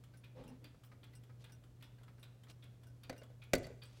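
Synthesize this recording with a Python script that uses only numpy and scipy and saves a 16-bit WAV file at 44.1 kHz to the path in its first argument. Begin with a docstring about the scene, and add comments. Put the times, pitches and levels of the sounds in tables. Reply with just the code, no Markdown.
"""In a quiet room with mains hum, a marble mantel clock ticks five times a second, close by.
Its escapement strikes strong and weak beats in turn; the strong ones ring the brass movement.
Other clocks tick faintly around it, one with a jingling spring. A foot shuffles on the floorboards,
fingers brush the brass bezel, nudge the glass door and then push it shut with a knock.
Each impact is a burst of decaying noise, most with the damped modes of the part that is struck."""
import sys
import numpy as np
from scipy import signal
from scipy.fft import rfft, irfft
from scipy.io import wavfile
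from scipy.ndimage import uniform_filter1d

SR = 44100
rng = np.random.default_rng(int(sys.argv[2]) if len(sys.argv) > 2 else 0)


def to_wav(s):
    """Save 16-bit WAV."""
    ch = np.atleast_2d(s).T  # columns
    pcm = np.round(np.clip(ch, -1, 1) * 32767)  # PCM
    wavfile.write(sys.argv[1], SR, pcm.astype(np.int16))


N = 176400
T = np.arange(N) / SR
AGE = T[:SR // 2]  # seconds since an impact

# Spectrum of a small metal click. Each row: frequency in Hz, relative level in dB.
CLICK_SPECTRUM = [(2000, -13), (5000, -7), (8000, -13), (11500, -11.5), (13000, -14), (16000, -9.5)]


def mantel_clock():
    """Impact excitation: the escapement beats strong and weak in turn; each tooth rings its own modes."""
    # Strong beats. Each row: start in seconds, level in dB, rise time in seconds,
    # centre of a cluster of close modes in Hz, level of that cluster in dB.
    ticks = [(.236, -60, 0.0042, 2510, -63), (.641, -57.5, 0.0041, 4730, -61),
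             (1.031, -60.5, 0.0022, 3260, -63.5), (1.439, -57.5, 0.0054, 3950, -66),
             (1.824, -58.5, 0.0012, 2807, -64), (2.228, -58, 0.0035, 3790, -58),
             (2.623, -57.5, 0.009, 3620, -69), (3.033, -57.5, 0.0036, 4580, -63),
             (3.417, -58, 0.0059, 2400, -57), (3.817, -52, 0.011, 4600, -51)]
    # Weak beats, and wheel clicks at or just after the strong ones. Each row: start in seconds, level in dB.
    tocks = [(0.037, -60.5), (0.437, -62.5), (.835, -60.5), (1.235, -64), (1.637, -64.5), (2.033, -62),
             (2.435, -60.5), (2.833, -62.5), (3.232, -59), (3.63, -59)]
    wheel_clicks = [(0.244, -70.5), (0.643, -62.5), (1.041, -65.5), (1.442, -62.5), (1.825, -62.5),
                    (1.842, -71), (2.229, -63.5), (2.238, -63.5), (2.640, -65.5), (3.035, -60),
                    (3.438, -65), (3.835, -60.5)]
    # Brass movement and escape wheel. Each row: frequency in Hz, relative level in dB, T60 in seconds.
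    movement_modes = [(1415, -1, 0.057), (2445, 2.5, 0.1), (2544, -8, 0.084), (2695, -4.5, 0.079),
                      (3160, -3.5, 0.066), (3370, 4.5, 0.057), (3650, 8.5, 0.038), (4700, -16.5, 0.17)]
    wheel_modes = [(5730, 6, 0.0094), (7420, -4, 0.015), (7740, 0, 0.037), (9200, 3, 0.039),
                   (10920, 5.5, 0.015), (11700, 4, 0.054), (12100, -10, 0.03), (13300, 0, 0.011),
                   (15200, -24, 0.012)]
    # Spectra of the strong and weak beats. Each row: frequency in Hz, relative level in dB.
    tick_spectrum = [(300, -11), (1000, -4.5), (1500, -1), (2500, -2), (3700, 0.5), (4800, -8.5),
                     (6200, -21), (15000, -23)]
    tock_spectrum = [(400, -11), (1300, 2), (2700, -6.5), (3300, 4), (3900, -7.5), (6500, -13.5),
                     (7500, -7.5), (9500, -14.5), (11300, -9.5), (13000, -19), (16000, -12)]
    spacing_hz, cluster_t60_s = 77, 0.088
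    out = np.zeros(N)
    for start, db, rise, centre_hz, cluster_db in ticks:
        cluster = ring([(centre_hz + k * spacing_hz, 0, cluster_t60_s) for k in (-2.3, -1.4, 0, 1, 2)])
        brass = (undb(db + 2) * ring(movement_modes) + undb(cluster_db) * cluster) * onset(rise)
        add(out, start, brass + undb(db) * burst(tick_spectrum, fall_s=0.019, rise_s=rise))
    for start, db in wheel_clicks:
        wheel = ring(wheel_modes)
        hiss = undb(-3.5) * burst(CLICK_SPECTRUM, fall_s=0.0087, rise_s=0.00072)
        add(out, start, undb(db) * (wheel + hiss))
    for start, db in tocks:
        add(out, start, undb(db) * burst(tock_spectrum, fall_s=0.0096, rise_s=0.0011))
    return out


def glass_door():
    """Free vibration: the catch cracks and rings, door and case thud; only a firm push reaches the bass."""
    # Contacts of door and catch. Each row: start in seconds, gains of thud, crack and latch ring in dB,
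    # low cutoff of the thud in Hz, tilt of the crack in dB per octave.
    contacts = [(3.0955, -48, -39.5, -49.5, 454, 0), (3.098, -39, -40, -66, 170, -4),
                (3.128, -45, -61, -74, 380, 5), (3.217, -48.5, -54, -70, 417, -4),
                (3.302, -59.5, -89, -90, 436, 0), (3.5335, -58, -23.5, -44, 303, 2),
                (3.5355, -23.5, -26.5, -58, 125, -1.5), (3.5505, -46, -35, -46, 100, 5),
                (3.554, -37.5, -44, -47, 75.6, 3), (3.580, -66, -49.5, -61, 149, 7),
                (3.642, -57, -57, -51.5, 88, -3), (3.667, -50.5, -53.5, -62, 200, 4)]
    # Door with case, and latch. Each row: frequency in Hz, relative level in dB, T60 in seconds.
    case_modes = [(65, -20, .2), (125, -15, .12), (165, -8, .12), (195, -9, .11), (262, -3, .12),
                  (357, -3, .09), (486, -6, .06), (538, -1, .09), (596, -5, .09), (629, -6, .1),
                  (698, -8, .08), (1479, -10, .11), (1940, -12, .06), (2113, -11, .1), (2294, -14, .08)]
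    latch_modes = [(4560, 5, 0.06), (2018, 7, 0.077), (7260, -14, 0.057)]
    # Spectra of thud and crack. Each row: frequency in Hz, relative level in dB.
    thud_spectrum = [(30, -34), (60, -14), (250, -2.5), (400, -1), (550, 6.5), (850, -15.5), (1250, -17.5),
                     (1500, -11), (2300, -27.5), (4000, -19.5), (15000, -60)]
    crack_spectrum = [(200, 2), (1150, -3.5), (1600, 2), (2150, 5.5), (3000, -2), (4200, -3.5), (6000, -4),
                      (8200, -7), (11000, -14), (16000, -18.5)]
    out = np.zeros(N)
    case = sum(undb(db) * np.sin(2 * np.pi * hz * AGE) * decay(t60) for hz, db, t60 in case_modes)
    for start, thud_db, crack_db, latch_db, cutoff_hz, tilt in contacts:
        blow = burst(thud_spectrum, fall_s=0.015, rise_s=0.0006)
        thud = low_cut(undb(-5.5) * blow - undb(-7) * case, cutoff_hz)
        crack = burst(tilted(crack_spectrum, tilt), fall_s=0.0039, rise_s=0.0011)
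        latch = ring(latch_modes) * onset(0.00091)
        add(out, start, undb(thud_db) * thud + undb(crack_db) * crack + undb(latch_db) * latch)
    return out


def fingers():
    """Friction and soft impact: fingers brush the bezel with a grainy noise; apart from them, a few short dull
    taps sound."""
    # Brush strokes. Each row: start in seconds, length in seconds, level in dB.
    strokes = [(1.392, 0.05, -71), (2.482, 0.041, -61.5), (3.615, 0.058, -64), (3.86, 0.21, -70.5)]
    # Taps. Each row: start in seconds, level in dB.
    taps = [(.745, -58.5), (2.013, -60), (2.495, -67)]
    # Spectra of strokes and taps. Each row: frequency in Hz, relative level in dB.
    stroke_spectrum = [(300, 5.5), (1500, -4.5), (4200, 0), (6500, -6.5), (9000, -12.5), (16000, -23)]
    tap_spectrum = [(200, 18), (600, 9), (1400, 7), (2000, -7), (6000, -18), (15000, -23)]
    grain_db = 2.4 * unit(uniform_filter1d(rng.standard_normal(N), SR // 200))
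    envelope = sum(undb(db) * swell(start, length) for start, length, db in strokes)
    out = envelope * noise(stroke_spectrum, N) * undb(grain_db)
    for start, db in taps:
        add(out, start, undb(db) * burst(tap_spectrum, fall_s=0.0061, rise_s=0.00046))
    return out


def shuffling_foot():
    """Forced vibration: the friction of a sliding foot drives the resonance of the board beneath it."""
    # Shuffles. Each row: start in seconds, length in seconds, level in dB, board resonance in Hz.
    shuffles = [(0.346, 0.089, -55.5, 510), (0.371, 0.22, -57, 256), (0.605, 0.088, -63, 298.6),
                (3.637, .11, -57.5, 466)]
    # Spectrum of the scuffing. Each row: frequency in Hz, relative level in dB.
    scuff_spectrum = [(100, 4), (250, 1.5), (600, 0.5), (700, -9), (830, -3), (1300, -14.5), (3500, -19.5),
                      (6000, -30.5), (15000, -68)]
    board_t60_s = 0.16
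    out = np.zeros(N)
    scuff = noise(scuff_spectrum, N)
    for start, length, db, board_hz in shuffles:
        friction = rng.standard_normal(N)
        board = unit(signal.fftconvolve(friction, ring([(board_hz, 0, board_t60_s)]))[:N])
        out += undb(db) * swell(start, length) * unit(scuff + undb(0.5) * board)
    return out


def jingling_clock():
    """Inelastic rebound: three beats a second each set a thin spring bouncing, ever more weakly."""
    # Beats. Each row: start in seconds, level in dB, frequency shaken hardest in Hz.
    beats = [(0.171, -64.5, 10000), (.478, -62.5, 2970), (0.848, -65.5, 14200), (1.152, -61, 8400),
             (1.521, -62, 5900), (1.84, -70.5, 5100), (2.196, -68.5, 9050), (2.498, -66, 4700),
             (2.869, -67, 1470), (3.179, -61.5, 2810), (3.854, -65, 7900)]
    # Modes of the spring. Each row: frequency in Hz, relative level in dB, T60 in seconds.
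    spring_modes = [(1496, -9, 0.13), (2796, -5.5, 0.1), (5200, -6, 0.089), (5780, -4, 0.063),
                    (8090, -2.5, 0.038), (9460, -3.5, 0.019), (9060, -7, 0.041), (9860, -0.5, 0.034),
                    (14600, -4, 0.041), (15200, -19, 0.02)]
    bounces, bounce_s, loss_db = 4, 0.0087, 3
    focus_db, focus_octaves, detune_share = 11.5, 0.12, 0.0085
    hz, mode_db, t60 = np.array(spring_modes, float).T
    out = np.zeros(N)
    for start, db, focus_hz in beats:
        emphasis_db = focus_db * np.exp(-(np.log2(hz / focus_hz) / focus_octaves) ** 2)
        snap = burst(CLICK_SPECTRUM, fall_s=0.0087, rise_s=0.00068)
        add(out, start, undb(db - 3.5) * snap)
        for k in range(bounces):
            delay = bounce_s * k * (1 + 0.1 * rng.standard_normal())
            detuned_hz = hz * (1 + detune_share * rng.standard_normal(len(hz)))
            jingle = ring(np.column_stack([detuned_hz, mode_db + emphasis_db, t60])) * onset(0.00032)
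            add(out, start + delay, undb(db - k * loss_db) * jingle)
    return out


def far_clocks():
    """Case resonance: each dull beat across the room rings one note; a lower case sounds darker."""
    # Beats. Each row: start in seconds, level in dB, case resonance in Hz.
    beats = [(.137, -66, 1543), (.916, -61.5, 1242), (1.133, -66.5, 1977), (1.295, -67.5, 1288),
             (1.494, -67, 1630), (1.808, -69, 1890), (1.983, -70, 1580), (2.079, -63, 1300),
             (2.179, -69.5, 1554), (2.468, -68, 1280), (3.162, -65, 1560)]
    # Spectrum of a beat before tilting. Each row: frequency in Hz, relative level in dB.
    beat_spectrum = [(400, 5.5), (1250, 8.5), (2200, 9.5), (3300, -1.5), (4400, 3), (6500, -12),
                     (15000, -11)]
    case_t60_s = 0.054
    out = np.zeros(N)
    for start, db, case_hz in beats:
        spectrum = tilted(beat_spectrum, db_per_octave=5.5 * np.log2(case_hz / 1500))
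        case = undb(6.5) * ring([(case_hz, 0, case_t60_s)]) * onset(0.0075)
        add(out, start, undb(db) * (case + burst(spectrum, fall_s=0.019, rise_s=0.00085)))
    return out


def reverberation(sound):
    """Diffuse field: dense reflections build up and decay exponentially, the treble slightly more slowly."""
    # Spectrum of the reflections. Each row: frequency in Hz, relative level in dB.
    tail_spectrum = [(60, 18.5), (300, 11), (700, 5.5), (2000, 1.5), (4500, -4), (7000, -1.5), (16000, -17)]
    crossover_hz = 2350
    reflections = noise(tail_spectrum, len(AGE))
    bass = signal.sosfiltfilt(signal.butter(2, crossover_hz, fs=SR, output="sos"), reflections)
    treble = reflections - bass
    tail = (bass * decay(t60_s=0.53) + treble * decay(t60_s=0.63)) * onset(0.0046)
    return signal.fftconvolve(sound, tail / np.linalg.norm(tail))[:N]


def mains_hum():
    """Amplitude modulation: a pure mains tone wavers in level and dips briefly once."""
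    hum_hz, hum_db = 120.7, -59
    dip_at_s, dip_half_width_s, dip_depth_db = 0.787, 0.024, 19
    drift = uniform_filter1d(rng.standard_normal(N), SR // 15)
    waver_db = 1.5 * unit(uniform_filter1d(drift, SR // 15))
    dip_db = dip_depth_db * np.exp(-((T - dip_at_s) / dip_half_width_s) ** 2)
    return np.sqrt(2) * np.sin(2 * np.pi * hum_hz * T) * undb(hum_db + waver_db - dip_db)


def room_air():
    """Ambient noise: a steady broadband floor, strongest in the bass."""
    # Spectrum of the air. Each row: frequency in Hz, relative level in dB.
    air_spectrum = [(25, -35), (45, -1), (62, -2.5), (90, -0.5), (150, -3), (200, -9.5), (260, -9),
                    (330, -14.5), (550, -16.5), (850, -26), (2000, -32), (4500, -35.5), (9000, -39.5),
                    (16000, -42.5)]
    return undb(-64.5) * noise(air_spectrum, N)


def ring(modes, scatter_db=3):
    """Modal superposition: damped sines from about unit rms; each blow shares its energy differently."""
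    hz, db, t60 = np.array(modes, float).T[:, :, None]
    gain = undb(db + scatter_db * rng.standard_normal(db.shape))
    partials = gain * np.sin(2 * np.pi * (hz * AGE + rng.random(hz.shape))) * decay(t60)
    return partials.sum(0) / np.sqrt(np.sum(gain ** 2) / 2)


def burst(spectrum, fall_s, rise_s):
    """Modal overlap: many short rings merge into noise with a quick rise and an exponential fall."""
    return noise(spectrum, len(AGE)) * np.exp(-AGE / fall_s) * onset(rise_s)


def noise(spectrum, size):
    """Spectral shaping: white noise is weighted by (Hz, dB) points and scaled to unit rms."""
    hz, db = np.array(spectrum, float).T
    bin_hz = np.fft.rfftfreq(size, 1 / SR)
    gain = undb(np.interp(np.log(bin_hz + 1), np.log(hz), db))
    return unit(irfft(rfft(rng.standard_normal(size)) * gain, size))


def onset(rise_s):
    """Exponential approach to full amplitude."""
    return 1 - np.exp(-AGE / rise_s)


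def decay(t60_s):
    """Exponential damping: the level falls 60 dB in the time T60."""
    return undb(-60 * AGE / t60_s)


def swell(start_s, length_s):
    """Half-sine envelope: one smooth rise and fall."""
    return np.sin(np.pi * np.clip((T - start_s) / length_s, 0, 1))


def tilted(spectrum, db_per_octave):
    """Spectral tilt: a constant slope brightens or darkens (Hz, dB) points."""
    return [(hz, db + db_per_octave * np.log2(hz)) for hz, db in spectrum]


def low_cut(sound, hz):
    """Second-order high-pass filtering."""
    return signal.sosfilt(signal.butter(2, hz, "high", fs=SR, output="sos"), sound)


def add(track, start_s, sound):
    """Superposition: a sound is summed into a track from its start time."""
    i = int(np.clip(start_s * SR, 0, N - 1))
    track[i:i + len(sound)] += sound[:N - i]


def undb(db):
    """Decibels to amplitude ratio."""
    return 10 ** (np.asarray(db) / 20)


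def unit(x):
    """Normalisation to an rms of 1."""
    return x / np.sqrt(np.mean(x ** 2))


def scene():
    """Superposition: direct sound, reverberation and background add in one channel."""
    near, far = mantel_clock(), far_clocks()
    handling = glass_door() + fingers() + shuffling_foot()
    reflected = reverberation(undb(-6) * near + undb(-12.5) * far + undb(-18.5) * handling)
    return (near + far + handling + jingling_clock() + reflected + mains_hum() + room_air())[None]


def record(dry):
    """Band limiting: filters remove the deepest bass and the highest treble."""
    bottom_hz, top_hz = 32, 15900
    low_pass = signal.ellip(10, 0.2, 70, top_hz, fs=SR, output="sos")
    return signal.sosfilt(low_pass, low_cut(dry, bottom_hz))


dry = scene()
out = record(dry)
to_wav(out)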